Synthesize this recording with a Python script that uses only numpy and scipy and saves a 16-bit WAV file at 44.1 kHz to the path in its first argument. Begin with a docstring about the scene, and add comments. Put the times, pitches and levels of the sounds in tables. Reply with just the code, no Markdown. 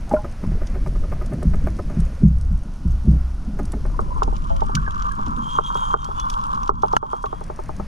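"""A fishing line under the sea ticks, then hums and whistles, shaking the camera housing it carries.
Ticks travel down the line and ring the housing's modes; once taut, the line shudders and slips in the flow.
Water rumbles past, small fish bump the rig, air gurgles out, bubbles ring and distant shrimp crackle.
Short dry bursts snap, and one hard clack strikes the housing. The sound opens from mono to stereo."""
import sys
import numpy as np
from scipy import signal
from scipy.fft import rfft, irfft, next_fast_len
from scipy.io import wavfile
from scipy.ndimage import uniform_filter1d, minimum_filter1d, map_coordinates

SR = 44100
rng = np.random.default_rng(int(sys.argv[2]) if len(sys.argv) > 2 else 0)


def wrap_up_sound(samples):
    """Save the sound to the file named by the first command line argument, as 16-bit audio."""
    columns = np.atleast_2d(samples).T
    # keep every value between -1 and 1, then stretch to whole-number steps
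    tamed = np.clip(columns, -1, 1)
    steps = np.round(tamed * 32767).astype(np.int16)
    wavfile.write(sys.argv[1], SR, steps)


N = 347067

# Knocks that ring the housing: the first two are the splash as air gulps out, the rest are ticks down the line.
# Each row: start in seconds, strength in dB, high modes over low modes in dB.
TICKS = [(0.111, -25, -11.5), (0.137, -20.5, -33), (0.245, -27, -5), (0.433, -25.5, -15),
         (0.613, -25, -15), (0.751, -24.5, -18), (0.863, -26.5, -9.5), (0.953, -31.5, -8),
         (1.035, -30, -9), (1.121, -24, -10), (1.212, -24.5, -10), (1.319, -24, -17),
         (1.423, -23, -18), (1.538, -25.5, -9.5), (1.668, -24, -8.5), (1.789, -21.5, -9.5),
         (1.896, -28.5, -11), (3.591, -21.5, -12), (3.733, -25, -16), (3.851, -26.5, -9),
         (3.991, -23.5, 6.5), (4.22, -22.5, 9), (4.276, -27, -8), (4.325, -32, -19),
         (4.618, -23.5, -7), (4.693, -33, 2), (4.876, -36.5, 10), (5.045, -44, 2), (5.19, -35.5, -1),
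         (5.27, -37.5, -2), (5.586, -15, 14), (5.703, -42, 20), (5.753, -27, 6.5), (5.94, -10, 14.5),
         (6.086, -31, -2), (6.111, -42, 12), (6.692, -7, 15), (6.833, -16.5, 3.5), (6.933, -20, 1.5),
         (7.027, -19, 3), (7.131, -23.5, 5), (7.24, -25.5, 6), (7.327, -26, 0.5), (7.41, -31, -6),
         (7.498, -26, -3), (7.589, -26, -4), (7.691, -25, -2.5), (7.796, -24, -5)]
# Each row: time in seconds, slackness of the line (0 taut, 1 slack).
LINE_SLACK = [(3.6, 1), (3.95, 0), (7.3, 0), (7.8, .4)]
# Spectra of a snap's body, its sparkle and the scraping line. Each row: frequency in Hz, gain in dB.
SNAP_BODY_SPECTRUM = [(2500, -42), (4000, -4), (5600, 4.5), (7000, -2), (8200, -34)]
SPARKLE_SPECTRUM = [(6500, -11.5), (8000, 4), (9600, 3), (12000, -10.5), (15000, -35)]
SCRAPE_SPECTRUM = [(1200, -22.5), (2200, -3), (3200, 10.5), (4300, -2.5), (5800, -3), (7200, 0),
                   (8200, -11), (10000, -8.5), (13000, -31), (15000, -59)]


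def amp(db):
    """Decibels to gain."""
    return 10 ** (np.asarray(db) / 20)


def unit(x):
    """Scale to rms 1."""
    return x / np.sqrt(np.mean(np.abs(x) ** 2) + 1e-20)


def curves(rows):
    """One value per sample for each column after the time."""
    times_s, *columns = np.transpose(rows)
    return [np.interp(np.arange(N) / SR, times_s, column) for column in columns]


def wobble(rate_hz):
    """A smooth random curve with knots at rate_hz."""
    knots = rng.standard_normal(int(N * rate_hz / SR) + 4)
    return map_coordinates(knots, [np.arange(N) * rate_hz / SR])


def swell(peak_s, hold_s, attack_s, t60_s):
    """An envelope that rises to 1 at peak_s, holds and dies away."""
    t = np.arange(N) / SR - peak_s
    return np.clip(1 + t / attack_s, 0, 1) ** 2 * amp(-60 * np.clip((t - hold_s) / t60_s, 0, 3))


def grains(per_s, scatter_db, rise_s):
    """An envelope of rms 1: random short swells, a few much stronger than the rest."""
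    position, chance = rng.random((int(per_s * N / SR), 2)).T
    rarity = -np.log(np.maximum(chance, .04))
    hits = np.bincount((position * N).astype(int), amp(scatter_db * rarity), N)
    age = np.arange(SR // 25) / SR / rise_s
    return unit(signal.fftconvolve(hits, age * np.exp(-age))[:N])


def filtered(x, response):
    """Filter x by a function of frequency in Hz."""
    size = next_fast_len(N + SR // 2)
    return irfft(rfft(x, size) * response(np.fft.rfftfreq(size, 1 / SR)), size)[..., :N]


def coloured(x, spectrum):
    """Filter x by (Hz, dB) points joined on a log frequency axis."""
    points_hz, db = np.transpose(spectrum)
    return filtered(x, lambda hz: amp(np.interp(np.log(hz + 1), np.log(points_hz + 1), db)))


def noise(spectrum):
    """Coloured noise of rms 1."""
    return unit(coloured(rng.standard_normal(N), spectrum))


def spread(spectrum, side):
    """Coloured noise at both ports, plus a share in opposite phase."""
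    return noise(spectrum) + side * noise(spectrum) * np.array([[1], [-1]])


def ports(x, phase_rad):
    """One vibration at both ports of the housing, phase-shifted at the right one."""
    analytic = signal.hilbert(x, next_fast_len(N))[:N]
    return np.array([x, np.real(analytic * np.exp(1j * phase_rad))])


def add(track, start_s, sound):
    """Mix a sound in at start_s."""
    part = track[..., round(start_s * SR):][..., :sound.shape[-1]]
    part += sound[..., :part.shape[-1]]


def water():
    """The flow and its surges rumble, churn and rush on the housing; the sea washes and fizzes around."""
    # Each row: time in seconds, level in dB.
    flow_levels = [(0, -28), (.38, -29), (.56, -23.5), (1.2, -20), (1.38, -34.5), (1.6, -15), (1.85, -22),
                   (2.15, -27), (2.72, -32), (3.1, -26), (3.66, -28), (3.84, -20.5), (4.5, -23.5),
                   (5.25, -25.5), (5.6, -30), (6.75, -29), (7.1, -37), (7.87, -28)]
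    rush_levels = [(1.6, -63), (2.4, -54.5), (3.4, -52.5), (3.9, -52.5), (4.6, -68), (5.2, -85)]
    # Each row: time in seconds, wash in dB, fizz in dB.
    sea_levels = [(0, -48.5, -57.5), (2.15, -50, -57), (2.45, -56.5, -61.5), (3.0, -54.5, -58.5),
                  (3.5, -55, -59.5), (3.8, -52.5, -57.5), (4.6, -56.5, -60), (5.25, -57, -60.5),
                  (5.65, -61, -60), (6.0, -57, -57), (6.55, -73, -60), (7.1, -64, -64), (7.48, -51, -60.5),
                  (7.87, -50, -57.5)]
    # Each row: peak time in seconds, hold in seconds, rumble in dB, churn in dB.
    surges = [(0.465, 0.067, -13.5, -30), (0.86, 0.032, -16, -40), (1.31, 0.15, -36, -27.5),
              (1.481, 0.059, -14.5, -32.5), (1.988, 0.023, -14, -46), (2.218, 0.05, -17.5, -25.5),
              (2.365, 0.17, -14.5, -44), (2.876, 0.074, -18.5, -47), (3.05, 0.075, -24, -26),
              (3.199, 0.021, -16.5, -35)]
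    # Each row: frequency in Hz, relative spectral density in dB.
    rumble_spectrum = [(10, -3.5), (22, -1), (33, 2), (48, -5.5), (70, -9.5), (100, -16.5), (160, -38),
                       (300, -64), (600, -115)]
    churn_spectrum = [(50, -6.5), (100, -1), (150, 5), (220, 0), (300, -8.5), (450, -23), (700, -32),
                      (1500, -70)]
    wash_spectrum = [(200, -16), (420, -1.5), (600, 6), (800, -0.5), (1300, -0.5), (1800, -3.5),
                     (2600, -10), (3500, -44), (6000, -38.5)]
    fizz_spectrum = [(1650, -8.5), (2800, 5), (3680, 1.5), (4620, 3), (5180, 3.5), (5980, 3), (7360, -4.5),
                     (8250, -6.5), (9390, -1), (11200, -9.5), (13400, -14.5), (14400, -71), (15500, -38)]
    rush_spectrum = [(430, -28), (550, -3), (1000, -1.5), (1200, -4), (1480, -2), (1680, -29), (3000, -58)]
    flow_db, = curves(flow_levels)
    wash_db, fizz_db = curves(sea_levels)
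    rumble_gain = amp(flow_db)
    churn_gain = amp(-26 + .45 * flow_db)  # grows more slowly than the rumble
    for peak_s, hold_s, rumble_db, churn_db in surges:
        surge = swell(peak_s, hold_s, attack_s=.029, t60_s=.37)
        rumble_gain = np.maximum(rumble_gain, amp(rumble_db) * surge)
        churn_gain = np.maximum(churn_gain, amp(churn_db) * surge)
    eddies_db = 2.6 * wobble(25)
    rumble = rumble_gain * spread(rumble_spectrum, side=.45)
    churn = churn_gain * amp(eddies_db) * spread(churn_spectrum, side=.39)
    wash = amp(wash_db + 1.36 * wobble(9.8)) * spread(wash_spectrum, side=.15)
    fizz = amp(fizz_db) * spread(fizz_spectrum, side=.086)
    rush = amp(curves(rush_levels)[0]) * noise(rush_spectrum)
    return rumble + churn + wash + rush + fizz


def shrimp():
    """Distant shrimp crackle throughout."""
    clicks = amp(-69) * grains(per_s=50, scatter_db=5.5, rise_s=.0008)
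    hiss = spread(SNAP_BODY_SPECTRUM, side=.37) + .84 * spread(SPARKLE_SPECTRUM, side=.27)
    return clicks * hiss


def pings():
    """Faint, short pings near 6.5 kHz come at random."""
    # Each row: frequency in Hz, gain in dB.
    spectrum = [(3000, -30), (5700, -10), (6500, 6), (7200, -12), (9400, -2), (12000, -25), (15000, -50)]
    return amp(-70) * grains(per_s=22, scatter_db=5, rise_s=.0016) * noise(spectrum)


def gurgle():
    """Tiny bubbles, each a few cycles that rise in pitch."""
    # Each row: time in seconds, level in dB.
    levels = [(0, -61), (.37, -58), (.45, -42.5), (.75, -48), (1.0, -46), (1.35, -44.5), (1.6, -51),
              (2.1, -46), (2.4, -59), (3.3, -60.5), (3.7, -44.5), (4.3, -47.5), (4.8, -80)]
    bubbles_per_s, median_hz, t60_cycles = 90, 404.5, 20.5
    out, t = np.zeros(N), np.arange(SR // 10) / SR
    count = int(bubbles_per_s * N / SR)
    for start_s, (pitch, strength) in zip(rng.random(count) * N / SR, rng.standard_normal((count, 2))):
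        cycles = median_hz * np.exp(.307 * pitch) * t
        age = cycles / t60_cycles
        envelope = amp(3 * strength - 60 * age) * (1 - np.exp(-cycles))
        add(out, start_s, envelope * np.sin(2 * np.pi * cycles * (1 + .1 * age)))
    return amp(curves(levels)[0]) * unit(out)


def gulp():
    """Escaping air gurgles briefly."""
    # Each row: frequency in Hz, gain in dB.
    spectrum = [(120, -21), (280, -4.5), (450, -4), (600, 0.5), (850, 1), (1050, -7), (1450, -12.5),
                (1800, -29), (2150, -28), (3000, -67)]
    envelope = swell(peak_s=.116, hold_s=.024, attack_s=.06, t60_s=.11)
    return amp(-31 + 6.4 * wobble(63)) * envelope * noise(spectrum)


def snaps():
    """Short dry noise bursts, dull or sparkling; one is a harsh crackle on the hardest knock."""
    # Each row: start in seconds, relative level in dB, sparkle over body in dB.
    events = [(0.093, -39.5, -0.5), (0.127, -41, -3), (0.67, -34, -17), (1.2607, -39, -3), (1.333, -47, 6),
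              (1.429, -41, 2.5), (2.0014, -38, 1.5), (2.4104, -43, 0.5), (3.6533, -36.5, -1.5),
              (3.719, -38, 7), (4.232, -24.5, -15), (4.364, -35.5, -29), (4.4948, -41, -23),
              (4.563, -37, -31), (4.6054, -35, -30), (4.7512, -11.5, -20), (4.858, -46, -22),
              (4.9194, -42, -22), (4.9448, -39, -26), (4.996, -40, -20), (5.021, -31, -26),
              (5.085, -44, -28), (5.118, -37, -5), (5.2616, -35.5, -22), (5.279, -43, -22),
              (5.6417, -37, -20), (6.0184, -39, -22), (6.2518, -42, -22), (6.401, -44, -22),
              (6.412, -42, -23), (6.9118, -44, -20), (7.123, -41.5, -18), (7.223, -46, -6),
              (5.7446, -34.5, -7.5), (6.0438, -26, -9.5), (6.1975, -26, -18), (6.299, -21, -13.5),
              (6.328, -36, -12), (6.546, -37, -21), (6.632, -34, -24), (6.6767, -35, -31),
              (6.6935, -21, -21), (6.753, -40, -24), (6.8207, -31, -19), (6.8807, -38, -19),
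              (6.9277, -31, -21), (6.9642, -7, -9), (7.258, -39, -46), (7.438, -40, -1)]
    # The housing's ring, stronger in dull bursts. Each row: frequency in Hz, gain in dB.
    ring_spectrum = [(900, -29), (1600, -9), (2300, -10.5), (3000, 0), (3900, -7), (5000, -33.5)]
    t60_s, tail_t60_s, attack_s = .017, .055, .0018
    body, ring, sparkle = np.zeros((3, 2, N))
    t = np.arange(SR // 16) / SR
    envelope = (amp(-60 * t / t60_s) + .1 * amp(-60 * t / tail_t60_s)) * (1 - np.exp(-t / attack_s))
    for start_s, db, sparkle_db in events:
        hiss = rng.standard_normal(len(t)) + .92 * rng.standard_normal((2, len(t)))
        burst = amp(db + 4) * envelope * hiss
        add(body, start_s, burst)
        add(ring, start_s, amp(-7.5 - .52 * sparkle_db) * burst)
        add(sparkle, start_s, amp(sparkle_db) * burst)
    return (coloured(body, SNAP_BODY_SPECTRUM) + coloured(ring, ring_spectrum)
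            + coloured(sparkle, SPARKLE_SPECTRUM))


def rubbing():
    """While slack, the line rasps on the housing with every tick."""
    # Each row: frequency in Hz, relative spectral density in dB.
    spectrum = [(150, -20), (350, 3), (600, 2), (900, -6), (1500, -9), (2200, -13), (3200, -35)]
    slack, = curves(LINE_SLACK)
    envelope = sum(amp(strength_db) * swell(start_s, hold_s=.008, attack_s=.012, t60_s=.09)
                   for start_s, strength_db, _ in TICKS)
    rasp = grains(per_s=500, scatter_db=3, rise_s=.001) * noise(spectrum)
    return amp(-13) * slack * envelope * rasp


def housing_ring(modes, phases_rad, slack, right_db):
    """One group of modes swells and fades at both ports; on a slack line it rings lower and longer."""
    pitch_drop, lengthening, tail_t60_s = .04, .45, .085
    t = np.arange(SR // 10) / SR
    hz, db, swell_s, slack_db = np.transpose(modes)[:, :, None]
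    hz = hz * (1 - pitch_drop * slack)
    db = db + slack_db * slack
    swell_s = swell_s * (1 + lengthening * slack)
    detune, scatter_db, stretch = rng.standard_normal((3, len(hz), 1))
    age = t / (swell_s * np.exp(stretch / 10))
    bloom = age ** 2 * np.exp(2 - 2 * age)
    tail = .2 * (1 - np.exp(-age)) * amp(-60 * t / tail_t60_s)
    # The surrounding water blurs each mode's phase.
    blur_rad = .02 * uniform_filter1d(np.cumsum(rng.standard_normal(age.shape), axis=1), size=40)
    phase_rad = 2 * np.pi * hz * (1 + .015 * detune) * (t - swell_s) + blur_rad
    left = amp(db + scatter_db) * (bloom + tail) * np.exp(1j * phase_rad)
    right = amp(right_db) * left * np.exp(1j * np.array(phases_rad)[:, None])
    return unit(np.array([left.sum(0).imag, right.sum(0).imag]))


def ticks():
    """Each tick rings the housing, then returns twice along the rig, weaker and duller."""
    # Housing modes in four groups: low, middle, high, overtones.
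    # Each row: frequency in Hz, relative level in dB, swell in seconds, gain on a slack line in dB.
    mode_groups = [
        [(388, 3, 0.00396, 2), (452, 1.5, 0.00309, -2), (614, -3, 0.00485, 4), (722, -12, .004, 3)],
        [(780, 1.5, 0.006, 0), (868, 6, 0.0045, 0)],
        [(1074, 5.5, 0.0018, -10), (1272, 1, .0027, 1), (1370, -1, .0024, -16)],
        [(1530, 2.5, .003, 0), (1830, -6, .0035, 2), (2200, -11, .004, 4)],
    ]
    # Each row: one group's phase shifts at the right port in radians, one per mode.
    port_phases_rad = [
        [2.2, -2.4, -1.8, -2.2],
        [3.0, -2.7],
        [2.0, 1.9, 1.9],
        [2.0, .5, .5],
    ]
    # Each row: time in seconds, middle modes in dB, overtones in dB, both over the low modes.
    balance = [(3.0, -22, -22), (3.55, -13, -18), (3.85, -10, -19), (3.99, 3, -23), (4.62, 11, -27),
               (5.55, 6, -30), (6.69, 6, -30), (6.83, 10.5, -27), (7.8, 0.5, -27)]
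    out = np.zeros((2, N))
    middle_db, overtones_db = curves(balance)
    slack, = curves(LINE_SLACK)
    for start_s, strength_db, high_db in TICKS:
        now = round(start_s * SR)
        for k, group_db in enumerate([0, middle_db[now], high_db, overtones_db[now]]):
            ring = housing_ring(mode_groups[k], port_phases_rad[k], slack[now], right_db=4 - k)
            knock = amp(strength_db + group_db - 12.5) * ring
            echo = amp(-9.5 - 3 * k) * knock
            add(out, start_s, knock)
            add(out, start_s + rng.uniform(.006, .011), echo)
            add(out, start_s + rng.uniform(.015, .024), echo / 2)
    return out


def thud(sway_db, thud_db, pitch_ratio):
    """A soft blow: the rig thuds briefly and sways on at a low pitch."""
    # Each row: base frequency in Hz, relative level in dB, t60 in seconds.
    rig_modes = [(140.5, -7, 0.41), (166.4, 2.5, 0.21), (211.5, 1.5, 0.16), (363, -14, 0.085)]
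    sway_hz, sway_t60_s = 63, .75
    t = np.arange(SR) / SR
    sway = amp(sway_db - 60 * t / sway_t60_s) * np.sin(2 * np.pi * sway_hz * t)
    ring = 0
    for base_hz, db, t60_s in rig_modes:
        envelope = amp(thud_db + db + 2.3 * rng.normal() - 60 * t / t60_s)
        hz = base_hz * pitch_ratio * (1 + .0298 * rng.normal())
        ring += envelope * np.sin(2 * np.pi * hz * t)
    return sway * (1 - np.exp(-t / .004)) ** 2 + ring * (1 - np.exp(-t / .003)) ** 2


def bumps():
    """Fish bump the rig, and two large bubbles thud low on it; one tug twists it, pushing the two ports in
    opposition."""
    # Each row, and the single tug: start in seconds, sway in dB, thud in dB, pitch ratio. The rows at 5.267 and
    # 5.371 s are large bubbles.
    blows = [(0.111, -28, -24, 1.2), (0.426, -30, -25.5, 1.15), (0.472, -32, -19, 0.96),
             (0.859, -44, -25, 0.98), (1.359, -22, -51, 1.5), (1.452, -16, -17.5, 1.02),
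             (1.968, -13.5, -14, 0.98), (2.223, -28, -20, 1.4), (2.233, -4, -3, 0.94),
             (2.51, -20, -20, 0.86), (2.85, -10.5, -16.5, 0.84), (3.073, -5.5, -6, 0.94),
             (3.471, -27, -25.5, 1.27), (3.598, -28, -27.5, 1.3), (3.737, -52, -26.5, 1.3),
             (4.272, -29, -28, 1.3), (4.745, -35, -16, 0.87), (5.178, -40, -31, 1.24),
             (5.267, -27, -27.5, 1.4), (5.371, -50, -28, 1.35), (7.796, -27.5, -27, 0.99)]
    tug = (4.5, -10, -19.5, 4)
    out = np.zeros((2, N))
    for start_s, *blow in blows:
        add(out, start_s, thud(*blow))
    tug_s, *blow = tug
    add(out, tug_s, thud(*blow) * np.array([[.9], [-.8]]))
    return out


def bubbles():
    """Each bubble rings at its own pitch and dies away."""
    # Each row: start in seconds, pitch in Hz, relative level in dB, t60 in seconds.
    events = [(0.112, 820, -16.5, 0.12), (0.135, 245, -8, .04), (0.137, 612, -6.5, 0.125),
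              (0.165, 1410, -24, 0.055), (0.168, 1030, -31, .13), (0.188, 835, -31, .15),
              (3.938, 996, -31, .06), (4.773, 1504, -14.5, 0.04), (4.824, 1080, -20.5, 0.029),
              (4.864, 1660, -23, 0.05), (4.877, 1560, -18, 0.04), (5.089, 1130, -12, 0.022),
              (5.112, 1635, -26, 0.062), (5.186, 1000, -17, 0.021), (7.265, 1113, -16, 0.045)]
    out, t = np.zeros(N), np.arange(SR // 5) / SR
    for start_s, hz, db, t60_s in events:
        envelope = amp(db + 1 - 60 * t / t60_s) * (1 - np.exp(-t / .0011))
        add(out, start_s, envelope * np.sin(2 * np.pi * hz * t))
    return ports(out, phase_rad=2.2)


def line_hum():
    """The taut line shudders, rocking the housing so the ports nearly oppose; pitch follows tension."""
    # Each row: time in seconds, level in dB.
    levels = [(3.6, -85), (3.98, -41.5), (4.2, -32), (4.45, -38), (4.7, -31), (5.0, -27.5), (5.35, -28),
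              (5.8, -23.5), (6.6, -24.5), (7.12, -29.5), (7.4, -42), (7.87, -54)]
    # Each row: time in seconds, pitch ratio.
    tension = [(4.1, 0.92), (4.8, 1.073), (5.4, 0.98), (6.5, .98), (7.2, 0.96)]
    # Each row: frequency in Hz at pitch ratio 1, gain in dB.
    spectrum = [(300, -25), (700, -22.5), (860, -8), (980, -3), (1080, 1), (1180, -2.5), (1320, -7),
                (1550, -17.5), (1900, -39.5), (3000, -57)]
    # Each row: frequency in Hz, lead of the right port in radians.
    rocking = [(800, 2.877), (1550, 2.43)]
    hum_db, = curves(levels)
    pitch_ratio, = curves(tension)
    shudder = unit(amp(2.5 * wobble(45)) * noise(spectrum))
    left = map_coordinates(shudder, [np.cumsum(pitch_ratio)], mode="mirror")
    right = filtered(left, lambda hz: np.exp(1j * np.interp(hz, *np.transpose(rocking))))
    return amp(hum_db) * np.array([left, right])


def scraping():
    """The taut line scrapes in fine grains."""
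    # Each row: time in seconds, level in dB.
    levels = [(3.9, -90), (4.3, -64), (4.95, -57), (5.3, -59), (5.85, -51), (6.25, -54.5), (6.65, -57),
              (6.85, -61), (7.15, -63), (7.6, -80)]
    catches = grains(per_s=140, scatter_db=4.8, rise_s=.0012)
    return amp(curves(levels)[0]) * catches * spread(SCRAPE_SPECTRUM, side=1)


def line_note(path):
    """One unsteady note of the line along (s, Hz, dB) rows."""
    hz, db = curves(path)
    jitter_hz = 23 * (wobble(300) + wobble(30) / 2)
    flutter_db = 4 * (wobble(260) + .7 * wobble(35))
    tone = np.sin(2 * np.pi * np.cumsum(hz + jitter_hz) / SR)
    return amp(db) * unit(amp(flutter_db) * tone)


def groan():
    """The line groans briefly and unevenly as it tightens."""
    # Each row: time in seconds, pitch in Hz, level in dB.
    path = [(3.92, 990, -80), (3.942, 996, -37), (3.98, 1000, -56), (4.09, 1000, -48), (4.12, 1010, -26),
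            (4.143, 1010, -42), (4.165, 1030, -26), (4.19, 1070, -31), (4.25, 1090, -85)]
    return ports(line_note(path), phase_rad=2.2)


def squeal():
    """The line slips: a thin whine, a brief lower chirp, whistling side resonances and a rasp."""
    # Each row: time in seconds, pitch in Hz, level in dB.
    whine_path = [(4.44, 3010, -89), (4.51, 3080, -55), (4.56, 3100, -61), (4.63, 3140, -73),
                  (5.39, 3230, -68), (5.43, 3200, -46), (5.49, 3210, -44.5), (5.55, 3225, -35.5),
                  (5.615, 3195, -42), (5.65, 3270, -33.5), (5.685, 3230, -34.5), (5.732, 3240, -53),
                  (5.772, 3270, -36), (5.8, 3260, -43), (5.83, 3185, -39), (5.916, 3190, -45),
                  (6.01, 3185, -38), (6.058, 3195, -49), (6.09, 3390, -57), (6.16, 3420, -55),
                  (6.195, 3430, -45), (6.31, 3420, -57.5), (6.6, 3377, -68), (6.95, 3315, -60),
                  (7.06, 3240, -59), (7.2, 3270, -58), (7.42, 3330, -62.5), (7.6, 3330, -83)]
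    chirp_path = [(6.14, 2950, -95), (6.19, 2970, -44), (6.225, 2975, -55), (6.27, 2990, -57),
                  (6.36, 2990, -95)]
    # Each row: centre in Hz and width in Hz at pitch ratio 1, relative level in dB.
    resonances = [(3000, 100, -16), (3320, 280, -8), (3750, 80, -7), (6260, 150, -12.5), (6780, 110, -16),
                  (7070, 100, -11.5), (8830, 130, -15.5), (12400, 160, -28)]
    # They arch as the line tightens and eases. Each row: time in seconds, pitch ratio, gain in dB.
    arch = [(5.45, 0.96, -1), (5.8, 0.99, 3), (6.03, .975, 0), (6.2, .985, -5), (7.1, .985, 4)]
    _, slip_db = curves(whine_path)
    pitch_ratio, arch_db = curves(arch)
    whistle = 0
    for centre_hz, width_hz, db in resonances:
        band = filtered(rng.standard_normal(N), lambda hz: 1 / (1 + (2 * (hz - centre_hz) / width_hz) ** 2))
        whistle += amp(db) * unit(band * amp(3 * wobble(14)))  # each catches and lets go by itself
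    whistle = amp(arch_db - 8) * map_coordinates(whistle, [np.cumsum(pitch_ratio)], mode="mirror")
    rasp = amp(-14.5) * grains(per_s=300, scatter_db=4, rise_s=.001) * noise(SCRAPE_SPECTRUM)
    notes = line_note(whine_path) + line_note(chirp_path)
    return ports(notes + amp(slip_db) * (whistle + rasp), phase_rad=.66)


def clack():
    """Something hard strikes the housing itself: a very short, loud ring."""
    # Each row: frequency in Hz, relative level in dB, t60 in seconds, right port's phase in radians.
    modes = [(950, 14, 0.013, 1.8), (1350, 16, 0.019, 2.5), (1620, 2, 0.014, 1.13), (2890, 3, 0.011, 0.95),
             (4000, -9, 0.0056, .5), (6540, -8, 0.0077, .5)]
    start_s, attack_s = 6.9662, .0006
    out, t = np.zeros((2, N)), np.arange(SR // 20) / SR
    for hz, db, t60_s, phase_rad in modes:
        envelope = amp(db + 4 - 60 * t / t60_s) * (1 - np.exp(-t / attack_s))
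        add(out, start_s, envelope * np.sin(2 * np.pi * hz * t + np.array([[0], [phase_rad]])))
    return out


def limiter_gain(x, ceiling, release_s=.06):
    """Gain that drops quickly when x tops the ceiling, holds, then creeps back ever more slowly."""
    over_db = 20 * np.log10(np.maximum(np.abs(x).max(0) / ceiling, 1))
    held_db = -minimum_filter1d(-over_db, size=1500, origin=660)
    age = np.arange(N) / SR / release_s
    duck_db = np.exp(np.maximum.accumulate(np.log(held_db + 1e-9) + age) - age)
    return amp(-uniform_filter1d(uniform_filter1d(duck_db, size=80), size=80))


def scene():
    """All sources at the two ports; the crackle is 2 dB stronger on the right."""
    surroundings = water() + bumps() + gulp() + gurgle() + bubbles()
    rig = ticks() + rubbing() + groan() + clack() + line_hum() + squeal()
    crackle = snaps() + shrimp() + pings() + scraping()
    return surroundings + rig + crackle * amp([[-1], [1]])


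def record(dry):
    """The left port feeds both channels until the stereo opens; bass and the rest are limited apart."""
    # Each row: time in seconds, width (0 mono, 1 stereo).
    stereo_width = [(3.78, 0), (4.0, 0.86), (4.3, 0.99), (7.2, 1), (7.87, 0.46)]
    crossover_hz, top_hz = 250, 15300
    width = np.clip(curves(stereo_width)[0], 0, 1)
    left, right = dry
    pair = np.array([left, left + width * (right - left)])
    bass = filtered(pair, lambda hz: 1 / (1 + (hz / crossover_hz) ** 4))
    limited = bass * limiter_gain(bass, ceiling=.78) + (pair - bass) * limiter_gain(pair, ceiling=.93)
    return filtered(limited, lambda hz: hz < top_hz)


dry = scene()
out = record(dry)
wrap_up_sound(out)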